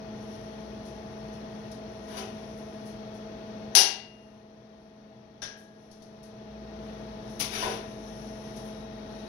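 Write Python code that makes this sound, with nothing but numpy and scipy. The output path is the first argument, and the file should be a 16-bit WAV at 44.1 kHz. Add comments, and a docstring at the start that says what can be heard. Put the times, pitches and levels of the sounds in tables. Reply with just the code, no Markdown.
"""A small, bare workshop, where a fan hums over a deep drone and a faint whine. Hands rustle and tick, and
a part dragged over the bench scrapes by stick-slip friction. Steel is struck hard, chatters as it rebounds
and rings in its normal modes; a duller clank and a sharp clack follow, all in the room's reverberation.
The camera's left microphone port is bright and its right one dull; its automatic gain control ducks
after the big blow and creeps back some seconds later."""
import sys
import numpy as np
from scipy import signal
from scipy.fft import rfft, irfft, next_fast_len
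from scipy.io import wavfile
from scipy.ndimage import uniform_filter1d, minimum_filter1d, map_coordinates

SR = 44100
rng = np.random.default_rng(int(sys.argv[2]) if len(sys.argv) > 2 else 0)


def store_pcm(level_fs):
    """Save levels as 16-bit WAV."""
    pcm = np.round(np.clip(level_fs, -1, 1) * 32767).astype(np.int16)
    wavfile.write(sys.argv[1], SR, np.atleast_2d(pcm).T)


N = 409248
TIME = np.arange(N) / SR
ONE_SECOND = np.arange(SR) / SR


def amp(db):
    """Amplitude ratio of a level in decibels."""
    return 10 ** (np.asarray(db) / 20)


def unit_rms(x):
    """Normalisation to an rms of 1."""
    return x / np.sqrt(np.mean(x ** 2) + 1e-20)


def along(points, hz):
    """Interpolation of (frequency, value) points on a logarithmic frequency axis."""
    knots_hz, values = np.transpose(points)
    return np.interp(np.log(hz + 1), np.log(knots_hz + 1), values)


def wobble(rate, size=N):
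    """Slow random modulation: a spline through `rate` random knots a second."""
    knots = rng.standard_normal(int(size * rate / SR) + 4)
    return map_coordinates(knots, [np.arange(size) * rate / SR])


def stroke(start, length, attack, release):
    """Amplitude envelope of one movement, easing in and out; all arguments are in seconds."""
    age = TIME - start
    return (1 + np.tanh(age / attack)) * (1 + np.tanh((length - age) / release)) / 4


def add(track, start, sound):
    """Superposition of a sound on the track, from a start in seconds."""
    part = track[:, round(start * SR):][:, :sound.shape[1]]
    part += sound[:, :part.shape[1]]


def filtered(x, response):
    """Linear filtering: the spectrum is multiplied by a frequency response."""
    size = next_fast_len(x.shape[-1] + SR // 4)
    hz = np.fft.rfftfreq(size, 1 / SR)
    return irfft(rfft(x, size) * response(hz), size)[..., :x.shape[-1]]


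def resonate(x, peaks):
    """Forced resonance: each second-order resonator lifts the band around its natural frequency."""
    def response(hz):
        return 1 + sum((amp(db) - 1) * 1j * hz * width / (centre ** 2 - hz ** 2 + 1j * hz * width)
                       for centre, width, db in peaks)
    return filtered(x, response)


def diffuse(spectrum, size=N, tilt_db=0, ripple_db=0, direct=0.32, lead_s=0.00059):
    """Noise in a diffuse field, coherent only in the bass, plus direct sound that arrives left first."""
    def response(hz):
        coherence = .97 * np.sinc(hz / 1100)
        ripple = ripple_db * map_coordinates(rng.standard_normal(SR // 80 + 4), [hz / 40])
        colour = amp(along(spectrum, hz) + tilt_db * np.log2(hz + 1) + ripple)
        delay = np.exp(-2j * np.pi * hz * lead_s)
        return colour * np.array([np.sqrt(1 + coherence), np.sqrt(1 - coherence), np.ones_like(hz), delay])
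    noise = rng.standard_normal((3, size))
    mid, side, near, far = filtered(noise[[0, 1, 2, 2]], response)
    return unit_rms(np.array([mid + side, mid - side]) + np.sqrt(2 * direct) * np.array([near, far]))


# The room's decay. Each row: frequency in Hz, reverberation time in seconds.
ROOM_T60 = [(150, 0.54), (800, 0.57), (2500, 0.53), (5500, 0.37), (8000, 0.33), (11000, .23), (15000, 0.23)]

def die_away(noise):
    """Absorption: each frequency falls by 60 dB in its reverberation time, the treble soonest."""
    hz, t, bands = signal.stft(noise, SR, nperseg=256)
    decay = amp(-60 * t / along(ROOM_T60, hz)[:, None])
    return signal.istft(bands * decay, SR, nperseg=256)[1][:, :noise.shape[1]]


def in_room(x):
    """Reverberation: a mono source is convolved with the room's impulse response at each port."""
    echoes = die_away(diffuse([(1000, 0)], size=SR // 2))
    return signal.fftconvolve(x[None], echoes / np.linalg.norm(echoes[0]), axes=1)[:, :N]


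def contact(spectrum, crack_db, crack_t60, tilt_db=0, build_s=0.0019):
    """Impact excitation: a short broadband crack, then reverberation that builds up and fades."""
    crack = amp(crack_db - 60 * ONE_SECOND / crack_t60) * diffuse(spectrum, size=SR, tilt_db=tilt_db)
    echoes = die_away(diffuse(spectrum, size=SR, tilt_db=tilt_db))
    return crack + (1 - np.exp(-ONE_SECOND / build_s)) * echoes


def chatter(contacts, spectrum, crack_db, crack_t60):
    """An impact train: metal meets metal several times in quick succession."""
    out = np.zeros((2, N))
    for start, db in contacts:
        add(out, start, amp(db) * contact(spectrum, crack_db, crack_t60))
    return out


def ring(modes, blur_rad, rise_s=.005):
    """Free vibration: damped normal modes, their phase blurred by reflections and unlike at each port."""
    out = np.zeros((2, SR))
    for hz, db, t60 in modes:
        phase = rng.uniform(0, 2 * np.pi, (2, 1)) + blur_rad * wobble(43.6, size=SR)
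        out += amp(db - 60 * ONE_SECOND / t60) * np.sin(2 * np.pi * hz * ONE_SECOND + phase)
    return out * (1 - np.exp(-ONE_SECOND / rise_s))


# Fan and mains tones. Each row: frequency in Hz, level in dB, phase lead of left over right in radians.
FAN_TONES = [(100, -67, 0.1), (121.2, -58.5, 0), (212.8, -45.5, 0.14), (425, -57, 0.38), (451.8, -54, 0.65),
             (636.7, -56.5, 0.99), (652, -49.5, 1), (848, -61.5, .9)]
# Rushing air. Each row: frequency in Hz, relative level in dB.
AIR_SPECTRUM = [(20, -32), (38, -13), (56, -5), (70, -5), (95, -5), (130, -3), (165, -5), (220, 3),
                (300, -8), (380, -4.5), (500, -10), (640, -5), (750, -8.5), (1200, -16), (2500, -24),
                (6000, -32), (11000, -46.5)]

def fan(waver_db=0.5, drift_rad_per_hz=0.25 / 400):
    """Periodic forcing by motor and blades gives tones over flow noise; higher tones wander more."""
    out = amp(-45.0 + 0.33 * wobble(4.5)) * diffuse(AIR_SPECTRUM, ripple_db=2.0, direct=0.24)
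    for hz, db, lead in FAN_TONES:
        phase = 2 * np.pi * (hz * TIME + rng.random()) + drift_rad_per_hz * hz * wobble(7)
        amplitude = np.sqrt(2) * amp(db + waver_db * wobble(8))
        out += amplitude * np.sin(phase + np.array([[lead], [-lead]]) / 2)
    return out


# The drone's envelope. Each row: time in seconds, level in dB.
DRONE_ENVELOPE = [(0, -64), (.8, -54.5), (3.3, -68), (6.35, -66.5), (6.65, -47), (7.1, -55.5), (9.28, -55)]

def drone(high_hz=60, low_hz=51, sag_start_s=6.5, sag_hz_per_s=9.54):
    """A frequency glide: a deep tone swells as it sinks from one steady pitch to a lower one."""
    hz = np.clip(high_hz - sag_hz_per_s * (TIME - sag_start_s), low_hz, high_hz)
    db = np.interp(TIME, *np.transpose(DRONE_ENVELOPE)) + 1.3 * wobble(8.4)
    return np.sqrt(2) * amp(db) * np.sin(2 * np.pi * np.cumsum(hz) / SR)


# The whine's band. Each row: frequency in Hz, relative level in dB.
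WHINE_SPECTRUM = [(3000, -43), (3620, -13), (3835, -1), (4030, -14), (4700, -50)]

def whine(start_db=-87, growth_db_per_s=1.99):
    """Narrow-band noise is heard as a pitch: a faint high whine that wavers and slowly grows."""
    return amp(start_db + growth_db_per_s * TIME + 2 * wobble(9.0)) * diffuse(WHINE_SPECTRUM)


# Hands rubbing and shifting things. Each row: start in seconds, length in seconds, level in dB.
HAND_RUBS = [(.2, 0.28, -63.5), (0.548, 0.85, -74), (1.91, .95, -68.5), (4.05, .3, -65), (4.78, 0.11, -70),
             (5.7, 0.38, -66), (7.27, 0.77, -61.5), (8.055, 0.75, -60.5), (9.114, 0.24, -65.5)]
# Their rustle. Each row: frequency in Hz, relative level in dB.
RUSTLE_SPECTRUM = [(500, -21.5), (3000, -7), (4600, -15), (5400, -0.5), (6500, -3.5), (8000, -10.5),
                   (10500, -2.5), (15000, -15)]

def rustle(floor_db=-74, attack_s=0.059, release_s=0.12):
    """Sliding friction of hands makes an uneven noise that swells with each rub."""
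    rubs = sum(amp(db) * stroke(start, length, attack_s, release_s) for start, length, db in HAND_RUBS)
    flicker = amp(1.1 * wobble(25))
    return (amp(floor_db) + rubs) * flicker * diffuse(RUSTLE_SPECTRUM, ripple_db=3.0)


# Ticks of handling. Each row: start in seconds, relative level in dB, spectral tilt in dB per octave,
# rise time in seconds.
HANDLING_TICKS = [(.85, -51, -1, 0.012), (1.326, -57.5, -1, 0.011), (1.714, -52.5, -2, 0.0017),
                  (2.573, -54, 4, .008), (2.85, -44.5, 3, 0.027), (3.14, -57, 1, .01),
                  (5.57, -36.5, 6, 0.029), (5.912, -46.5, -4, .003), (6.02, -50, -4, 0.0019),
                  (6.229, -48, 0, 0.0041), (7.294, -52, 5, 0.0093), (8.559, -47, 1, 0.0073),
                  (8.643, -46, 9, 0.013)]
# A tick before its tilt. Each row: frequency in Hz, relative level in dB.
TICK_SPECTRUM = [(300, -22), (2000, -21), (4500, -4.5), (7000, 0), (10500, 1), (15000, -3.5)]

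def ticks(gain_db=1.5):
    """Light impacts excite the room, each with its own brightness and rise time."""
    out = np.zeros((2, N))
    for start, db, tilt_db, rise in HANDLING_TICKS:
        swell = 1 - np.exp(-ONE_SECOND / rise)
        tick = contact(TICK_SPECTRUM, crack_db=7, crack_t60=0.046, tilt_db=tilt_db)
        add(out, start, amp(db + gain_db) * swell * tick)
    return out


# A part dragged over the bench. Each row: start in seconds, length in seconds, relative friction level
# in dB, relative rumble level in dB, change of pressure in dB per second.
DRAG_STROKES = [(1.5, .25, -63, -76, 0), (2.071, .11, -49.5, -48.5, 85), (2.21, .25, -54, -66, -50),
                (6.8, .5, -60.5, -68, -21), (7.514, 0.25, -28.5, -37.5, -52), (8.9, .4, -65.5, -73, 0)]
# The part catches and bumps. Each row: start in seconds, relative friction and rumble levels in dB.
DRAG_BUMPS = [(2.166, -29, -41), (7.621, -36.5, -23)]
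# Gritty friction and the bench's rumble. Each row: frequency in Hz, relative level in dB.
FRICTION_SPECTRUM = [(300, -4), (1000, -5), (1300, 4), (1600, -7), (2300, 0), (3700, -3), (4800, -4.5),
                     (6000, -3), (10500, -0.5), (15000, -5)]
RUMBLE_SPECTRUM = [(40, -16), (110, 2), (250, -16), (420, 4), (530, -1.5), (720, 1.5), (870, -5.5),
                   (1020, -1.5), (1300, -17), (1600, -8), (4000, -34), (10000, -52)]
# Hollow resonances of part and bench. Each row: frequency in Hz, bandwidth in Hz, lift in dB.
HOLLOW_RESONANCES = [(401, 26, 7), (470, 45, 5), (690, 49, 1), (774, 50, 9), (1000, 36, 7.5), (1472, 55, 7),
                     (1920, 39, 4.5), (2560, 65, 3.5), (2856, 63, 7.5), (3230, 70, 4), (3660, 230, 4.5),
                     (4800, 86, 5.5), (5830, 90, 4)]

def drag(grain_db=2.5, attack_share=0.066, release_share=0.088, bump_attack_s=.004, bump_t60=0.11):
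    """Stick-slip friction: a sliding part grates and the bench rumbles, both through hollow resonances."""
    force = np.zeros((2, N))  # one row drives the friction, the other the rumble
    for start, length, friction_db, rumble_db, pressure_db_per_s in DRAG_STROKES:
        pressure = amp(pressure_db_per_s * np.clip(TIME - start, 0, length))
        movement = stroke(start, length, attack_share * length, release_share * length)
        force += amp([[friction_db], [rumble_db]]) * pressure * movement
    for start, friction_db, rumble_db in DRAG_BUMPS:
        age = np.maximum(TIME - start, 0)
        jolt = (1 - np.exp(-age / bump_attack_s)) * amp(-60 * age / bump_t60)
        force += amp([[friction_db], [rumble_db]]) * jolt
    slips = unit_rms(amp(grain_db * wobble(260)))
    friction = force[0] * diffuse(FRICTION_SPECTRUM)[0]
    rumble = force[1] * diffuse(RUMBLE_SPECTRUM)[0]
    return amp(-3.5) * in_room(resonate(slips * (friction + rumble), HOLLOW_RESONANCES))


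# Each contact of the big blow. Each row: frequency in Hz, relative level in dB.
BLOW_SPECTRUM = [(100, -24.5), (250, -13), (400, -3.5), (520, -11), (800, 1), (1200, -11), (1600, -7.5),
                 (2000, -7.5), (2900, -4), (3900, -2), (4700, 1), (6000, 2), (10500, 4), (15000, -4.5)]
# Modes of the struck steel. Each row: frequency in Hz, relative level in dB, 60 dB decay time in seconds.
STEEL_MODES = [(406, -9, .5), (781, -5, .47), (919, -15, .5), (1575, -9, .34), (1638, -7, .4),
               (1990, -17, .8), (2196, -11, .35), (2722, -8, .31), (2805, -3, .75), (2843, -1, .32),
               (2909, -8, .41), (3213, -7, .38), (3784, -5, .38), (4458, -5, .42), (4523, -4, .42),
               (4605, -7, .42), (4747, -3, .38), (4995, -4, .32), (5286, -2, .38), (5695, -2, .42),
               (5921, -4, .36), (6275, -1, .33), (9940, -2, .25), (10543, -5, .2), (11472, -2, .2)]

def blow(start=3.7515, first_db=-6.0, rebound_s=.009, loss_db=1.54, mode_width_hz=30, mode_lift_db=4):
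    """Inelastic rebounds: six ever weaker contacts drive the steel's normal modes and leave them ringing."""
    contacts = [(start + k * rebound_s, first_db - k * loss_db) for k in range(6)]
    resonances = [(hz, mode_width_hz, mode_lift_db) for hz, _, _ in STEEL_MODES]
    out = resonate(chatter(contacts, BLOW_SPECTRUM, crack_db=8, crack_t60=0.022), resonances)
    add(out, start, amp(-14.5) * ring(STEEL_MODES, blur_rad=.35, rise_s=.015))
    return out


# Contacts of the clank. Each row: start in seconds, level in dB.
CLANK_CONTACTS = [(5.4194, -28), (5.429, -36), (5.439, -42)]
# Their spectrum. Each row: frequency in Hz, relative level in dB.
CLANK_SPECTRUM = [(100, -3), (400, -4), (800, -0.5), (1200, -6), (1650, 3), (2200, -8.5), (3500, -4.5),
                  (4900, -5), (5800, 1), (7400, -8), (10300, -8.5), (15000, -27.5)]
# The clank's modes. Each row: frequency in Hz, relative level in dB, 60 dB decay time in seconds.
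CLANK_MODES = [(1610, -3, 0.58), (1664, -3.5, 0.9), (2830, -26, 0.35), (3130, -14, 0.54), (3570, 0.5, 0.2),
               (5260, -9, 0.37), (5631, -11, .38), (5981, -3.5, 0.25)]

def clank():
    """Modal ringing after impact: three duller contacts leave the metal in free vibration."""
    out = chatter(CLANK_CONTACTS, CLANK_SPECTRUM, crack_db=-2.0, crack_t60=.02)
    add(out, CLANK_CONTACTS[0][0], amp(-31.0) * ring(CLANK_MODES, blur_rad=.45))
    return out


# Contacts of the clack. Each row: start in seconds, level in dB.
CLACK_CONTACTS = [(7.394, -35.5), (7.3995, -23), (7.4095, -26)]
# Their spectrum. Each row: frequency in Hz, relative level in dB.
CLACK_SPECTRUM = [(60, -14), (170, 0.5), (400, -8), (1000, -3.5), (1700, -12), (2300, -3.5), (4000, -5.5),
                  (6000, -3.5), (10300, 1), (15000, 1.5)]

def clack():
    """Heavy damping: three sharp contacts leave no ringing, only the room's reverberation."""
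    return chatter(CLACK_CONTACTS, CLACK_SPECTRUM, crack_db=0, crack_t60=0.078)


def scene():
    """Superposition: the pressures of all the workshop's sources add."""
    return fan() + drone() + whine() + rustle() + ticks() + drag() + blow() + clank() + clack()


def gain_control(x, threshold_db=-8, range_db=10.5, hold_s=2.013, release_s=1.0):
    """Compression: a peak over the threshold turns the gain down at once; it is held, then creeps back."""
    peak_db = 20 * np.log10(np.abs(x).max(axis=0) + 1e-9)
    over_db = np.clip(peak_db - threshold_db, 0, range_db)
    hold, release = int(hold_s * SR), int(release_s * SR)
    held_db = minimum_filter1d(-over_db, hold, origin=(hold - 1) // 2, mode="constant")
    smoothed_db = uniform_filter1d(held_db, release, origin=(release - 1) // 2, mode="constant")
    return x * amp(np.minimum(held_db, smoothed_db))


# Responses of the two microphone ports. 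Each row: frequency in Hz, gain in dB.
LEFT_PORT = [(200, 1), (1000, 1), (2000, 4), (4000, 7.5), (5100, 8), (6000, 11.5), (6700, -2), (7400, -7.5),
             (8500, -12), (9400, 1.5), (10300, 4.5), (12000, -5.5), (15500, -14.5)]
RIGHT_PORT = [(200, -1), (1000, -0.5), (1400, -4), (1900, -3), (2500, -11.5), (4000, -14.5), (6000, -21.5),
              (7000, -22.5), (8300, -35), (10000, -34.5), (13500, -30.5), (15500, -30.5)]
# Microphone self-noise. Each row: frequency in Hz, relative level in dB.
HISS_SPECTRUM = [(100, -5.5), (6000, -14), (8500, -13.5), (10500, -1), (12500, 4.5), (16000, 6)]

def record(dry):
    """Transduction: each port colours the sound; self-noise, compression and saturation follow."""
    coloured = filtered(dry, lambda hz: amp([along(LEFT_PORT, hz), along(RIGHT_PORT, hz)]))
    ducked = gain_control(coloured + amp(-78.5) * diffuse(HISS_SPECTRUM))
    saturated = ducked / (1 + ducked ** 6) ** (1 / 6)
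    return filtered(saturated, lambda hz: hz < 15750)  # band limit


dry = scene()
out = record(dry)
store_pcm(out)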